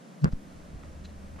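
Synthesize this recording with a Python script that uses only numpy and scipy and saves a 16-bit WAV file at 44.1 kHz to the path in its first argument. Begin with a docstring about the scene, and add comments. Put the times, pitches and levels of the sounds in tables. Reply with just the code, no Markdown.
"""Beside a calm lake, a hand shifts on a camera. The mount judders in damped oscillations whose pitch
rises as the grip tightens. Impacts excite the modes of the plastic casing as clacks, friction of the
fingers gives scrapes, and the palm settles with a dull thud, a single pulse of pressure.
Behind lie a few small laps of water, a light breeze on the microphones, soft shore noise
and the hum of far engines."""
import sys
import numpy as np
from scipy import signal
from scipy.fft import rfft, irfft, next_fast_len
from scipy.io import wavfile
from scipy.ndimage import map_coordinates

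SR = 44100
rng = np.random.default_rng(int(sys.argv[2]) if len(sys.argv) > 2 else 0)


def transcribe(u):
    """Save the signal u as a 16-bit wav file named by the first command-line argument.

    u: samples, shape (n,) or (channels, n), limited to [-1, 1]; the rate is SR.
    q: integer samples, one column per channel.
    """
    v = np.clip(np.atleast_2d(u).T, -1, 1)
    q = np.round(v * 32767).astype(np.int16)
    wavfile.write(sys.argv[1], SR, q)


N = 61739

# shudders of the mount: t/s, peak level/dB, f/Hz, swell/s, decay/s
MOUNT_SHUDDERS = [(0.25, -12, 172.8, 0.018, 0.0021), (0.2644, -19, 163.3, 0.0012, 0.0099),
                  (0.2831, -21.5, 168.6, 0.0053, 0.0031)]
# impacts on the casing: t/s, level/dB, low-pass f/Hz
CASING_CLACKS = [(.2440, -14.5, 12400), (.2555, -19.5, 1750), (.2582, -17.5, 1010)]
# modes of the whole camera, its walls and its shell: f/Hz, relative level/dB, T60/s
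BODY_MODES = [(251, 0.5, 0.037), (375, -10, 0.017)]
WALL_MODES = [(540, -2, 0.013), (730, 4.5, 0.006), (1186, 6.5, 0.0092), (1438, 0, .011)]
SHELL_MODES = [(2740, -8, 0.015), (4760, -2.5, 0.0094), (5360, -5, 0.0053), (5610, -7.5, .011),
               (6930, -7, 0.0063), (9300, -14, 0.0076)]
# pressure pulses from the hand: t/s, peak level/dB, width/s
PALM_THUDS = [(.3352, -18.5, 0.001)]
HAND_PUSHES = [(0.2515, -24, 0.0028), (0.341, -31, 0.0095)]
# noise bursts from fingers and water: t/s, level/dB, half-width/s
GRIP_SCRAPES = [(.266, -41.5, 0.017), (.282, -49.5, 0.0039), (.328, -49, .004)]
SKIN_BRUSHES = [(.222, -60.5, 0.0049), (.327, -57.5, 0.0073)]
WATER_LAPS = [(.838, -53.5, 0.0068), (1.364, -48.5, 0.0039), (1.394, -48, 0.0059)]
THIN_SPLASHES = [(1.054, -53.5, 0.0082), (1.10, -62, 0.0063)]
# spectra of the brief noises: f/Hz, relative level/dB
CRACK_SPECTRUM = [(300, 16), (1400, -3.5), (2200, -8), (3700, -16), (5500, -1), (10000, -17), (15000, -36)]
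SCRAPE_SPECTRUM = [(250, -14), (500, 3), (850, -8), (1350, -4.5), (2000, -14), (2800, -23), (6000, -36.5),
                   (14000, -73)]
BRUSH_SPECTRUM = [(500, -2.5), (2500, 0.5), (5500, 1), (8000, -9.5), (14000, -25)]
LAP_SPECTRUM = [(150, -20), (500, 5), (850, 7), (1400, -3), (2200, -2), (4000, -26), (7000, -21),
                (14000, -49)]
SPLASH_SPECTRUM = [(800, -25), (2000, -3), (2300, -19), (2660, -4), (3200, -14.5), (4100, 2), (5000, -17.5),
                   (6500, -12), (9000, -30), (14000, -35)]
# spectra of wind, shore air and far engines: f/Hz, relative level/dB
WIND_SPECTRUM = [(12, -5.5), (28, -7.5), (60, -3), (110, -11.5), (200, -17.5), (500, -41), (1500, -101)]
SHORE_MID_SPECTRUM = [(80, -53), (130, -5), (250, 0.5), (400, -5), (560, -2), (850, -12.5), (1300, -14),
                      (2100, -17.5), (3000, -21), (6000, -25), (10000, -31.5), (15000, -51)]
SHORE_SIDE_SPECTRUM = [(80, -42), (135, 0.5), (250, -4), (400, -3.5), (900, -5), (1500, -11.5), (2800, -22),
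                       (3900, -31), (5200, -23.5), (6500, -22.5), (10000, -27), (15000, -37)]
DRONE_SPECTRUM = [(85, -51), (120, -9), (150, 0), (195, 5), (240, -6.5), (320, -9), (500, -43.5)]
# envelopes of the background: t/s, level/dB
WIND_ENVELOPE = [(0, -85), (.2, -92), (.25, -42), (.45, -58), (.61, -46.5), (.68, -56), (.745, -40),
                 (.81, -51.5), (.94, -45), (1.08, -50.5), (1.22, -45), (1.4, -47.5)]
SHORE_ENVELOPE = [(0, 0), (.2, -1), (.3, -4), (.45, 0), (.6, 0.5), (.85, 0.5), (1.15, -.5), (1.4, -0.5)]
DRONE_ENVELOPE = [(0, -55), (.2, -51), (.4, -48), (.6, -51.5), (1.1, -52), (1.4, -49.5)]
HUM_ENVELOPE = [(0, -97), (.45, -76), (.72, -56), (.92, -47), (1.4, -48.5)]

LEAD_S = 0.0011 * np.array([[.5], [-.5]])  # shudders and thud reach the left microphone first


def mount_shudders():
    """Damped oscillation: the mount's ring swells and decays, rising in pitch as the grip tightens."""
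    glide, tighten_s = 0.148, 0.0052  # frequency runs from (1 - glide) f to (1 + glide) f
    out = np.zeros((2, N))
    for s, db, hz, swell, decay in MOUNT_SHUDDERS:
        t = clock() - s + LEAD_S
        cycles = hz * (t + glide * (np.hypot(t, tighten_s) - tighten_s))
        envelope = np.exp(-np.where(t < 0, (t / swell) ** 2, t / decay))
        out += amp(db) * envelope * np.cos(2 * np.pi * cycles)
    return out


def casing_clacks():
    """Impact excitation: each blow cracks briefly and sets body, walls and shell ringing freely."""
    crack_db, crack_t60_s, wall_attack_s = -10, 0.0098, 0.00025
    wall_gains = np.array([[1], [-.7]])  # antiphase at the two microphones
    shell_gains = amp(-15) * np.array([[.6], [1]])
    out = np.zeros((2, N))
    for s, db, cutoff_hz in CASING_CLACKS:
        t = np.maximum(clock() - s, 0)
        crack_envelope = (t > 0) * amp(crack_db - 60 * t / crack_t60_s)
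        crack = crack_envelope * wide_noise(CRACK_SPECTRUM, side_db=-0.5)
        body = ring(BODY_MODES, t)
        walls = ring(WALL_MODES, t) * (1 - np.exp(-t / wall_attack_s)) * wall_gains
        shell = ring(SHELL_MODES, t) * shell_gains
        low_pass = signal.butter(2, cutoff_hz, fs=SR)
        out += amp(db) * signal.lfilter(*low_pass, .5 * (body + walls) + shell + crack)
    return out


def palm_thud():
    """Soft impact: the palm lands with one Gaussian pulse of pressure and no ringing."""
    return pulses(PALM_THUDS, clock() + LEAD_S)


def hand_pushes():
    """Loading and relaxation: pressure swings positive as the hand presses, negative as it lets go."""
    release_stretch = 1.23
    out = np.zeros(N)
    for s, db, width in HAND_PUSHES:
        press = np.maximum(s - clock(), 0) / width
        release = np.maximum(clock() - s, 0) / (width * release_stretch)
        out += amp(db) * (press * np.exp(.5 * (1 - press ** 2)) - release * np.exp(1 - release))
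    return out


def grip_friction():
    """Sliding friction: fingers scrape and brush the casing in grainy bursts of noise."""
    scrapes = bursts(GRIP_SCRAPES, SCRAPE_SPECTRUM, side_db=3.5, grain_db=3.5)
    brushes = bursts(SKIN_BRUSHES, BRUSH_SPECTRUM, side_db=-8, grain_db=-1)
    return scrapes + brushes


def water():
    """Transient noise: ripples give low laps, towards the right, and thin splashes in the centre."""
    laps = bursts(WATER_LAPS, LAP_SPECTRUM, side_db=-4.5, grain_db=4.5) * amp([[-3], [3]])
    splashes = bursts(THIN_SPLASHES, SPLASH_SPECTRUM, side_db=-23, grain_db=4.5)
    return laps + splashes


def breeze():
    """Turbulence: light gusts on the microphones make a low rumble."""
    return level(WIND_ENVELOPE) * wide_noise(WIND_SPECTRUM, side_db=-9)


def shore_air():
    """Ambient noise: a gently wavering wash of open air, partly coherent between the microphones."""
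    air = stereo(amp(-54.5) * noise(SHORE_MID_SPECTRUM), amp(-56.5) * noise(SHORE_SIDE_SPECTRUM))
    return level(SHORE_ENVELOPE) * air * amp(0.36 * wobble(8.1))


def far_engines():
    """Tone plus band noise: a hum, randomly modulated in pitch and level, beneath a low drone."""
    hum_hz, waver_db = 77, 0.79
    drone = level(DRONE_ENVELOPE) * wide_noise(DRONE_SPECTRUM, side_db=-10.5)
    hz = hum_hz * (1 + 0.014 * wobble(8.43))
    hum = np.sqrt(2) * np.sin(2 * np.pi * np.cumsum(hz) / SR)
    return drone + level(HUM_ENVELOPE) * hum * amp(waver_db * wobble(9.95))


def ring(modes, t):
    """Modal superposition: damped sinusoids whose levels vary a little from blow to blow."""
    return sum(amp(db + rng.normal(0, 1) - 60 * t / t60) * np.sin(2 * np.pi * hz * t)
               for hz, db, t60 in modes)


def pulses(rows, t):
    """A sum of Gaussian pulses, one for each row."""
    return sum(amp(db) * np.exp(-.5 * ((t - s) / width) ** 2) for s, db, width in rows)


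def bursts(rows, spectrum, side_db, grain_db):
    """Amplitude modulation: noise roughened by a fast flutter and shaped into short swells."""
    return pulses(rows, clock()) * unit(wide_noise(spectrum, side_db) * amp(grain_db * wobble(600)))


def wide_noise(spectrum, side_db):
    """Partial coherence: stereo noise of rms 1 from independent mid and side parts."""
    return unit(stereo(noise(spectrum), amp(side_db) * noise(spectrum)))


def noise(spectrum):
    """Spectral shaping: noise of rms 1 coloured by (f/Hz, level/dB) points."""
    f, db = np.transpose(spectrum)
    white = rng.standard_normal(N)
    return unit(filtered(white, lambda hz: amp(np.interp(np.log(hz + 1), np.log(f + 1), db))))


def filtered(x, response):
    """Linear filtering: the spectrum of x times a frequency response."""
    size = next_fast_len(N + SR // 2)
    return irfft(rfft(x, size) * response(np.fft.rfftfreq(size, 1 / SR)), size)[..., :N]


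def stereo(mid, side):
    """Left and right as sum and difference."""
    return np.array([mid + side, mid - side])


def wobble(rate):
    """Spline interpolation through rate random knots a second."""
    return map_coordinates(rng.standard_normal(int(N * rate / SR) + 4), [clock() * rate])


def level(rows):
    """Gain per sample from (t/s, level/dB) points."""
    return amp(np.interp(clock(), *np.transpose(rows)))


def unit(x):
    """Normalisation to rms 1."""
    return x / np.sqrt(np.mean(x ** 2) + 1e-20)


def amp(db):
    """Amplitude ratio of a level in dB."""
    return 10 ** (np.asarray(db) / 20)


def clock():
    """Sample times, t/s."""
    return np.arange(N) / SR


def scene():
    """Superposition: the sounds of handling add to those of the lakeside."""
    handling = mount_shudders() + casing_clacks() + palm_thud() + hand_pushes() + grip_friction()
    return handling + water() + shore_air() + far_engines() + breeze()


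def record(dry):
    """Low-pass filtering: the camera dulls the highest treble and passes nothing above its band limit."""
    roll_off_hz, limit_hz = 13000, 15200
    return filtered(dry, lambda hz: (hz < limit_hz) / np.sqrt(1 + (hz / roll_off_hz) ** 10))


dry = scene()
out = record(dry)
transcribe(out)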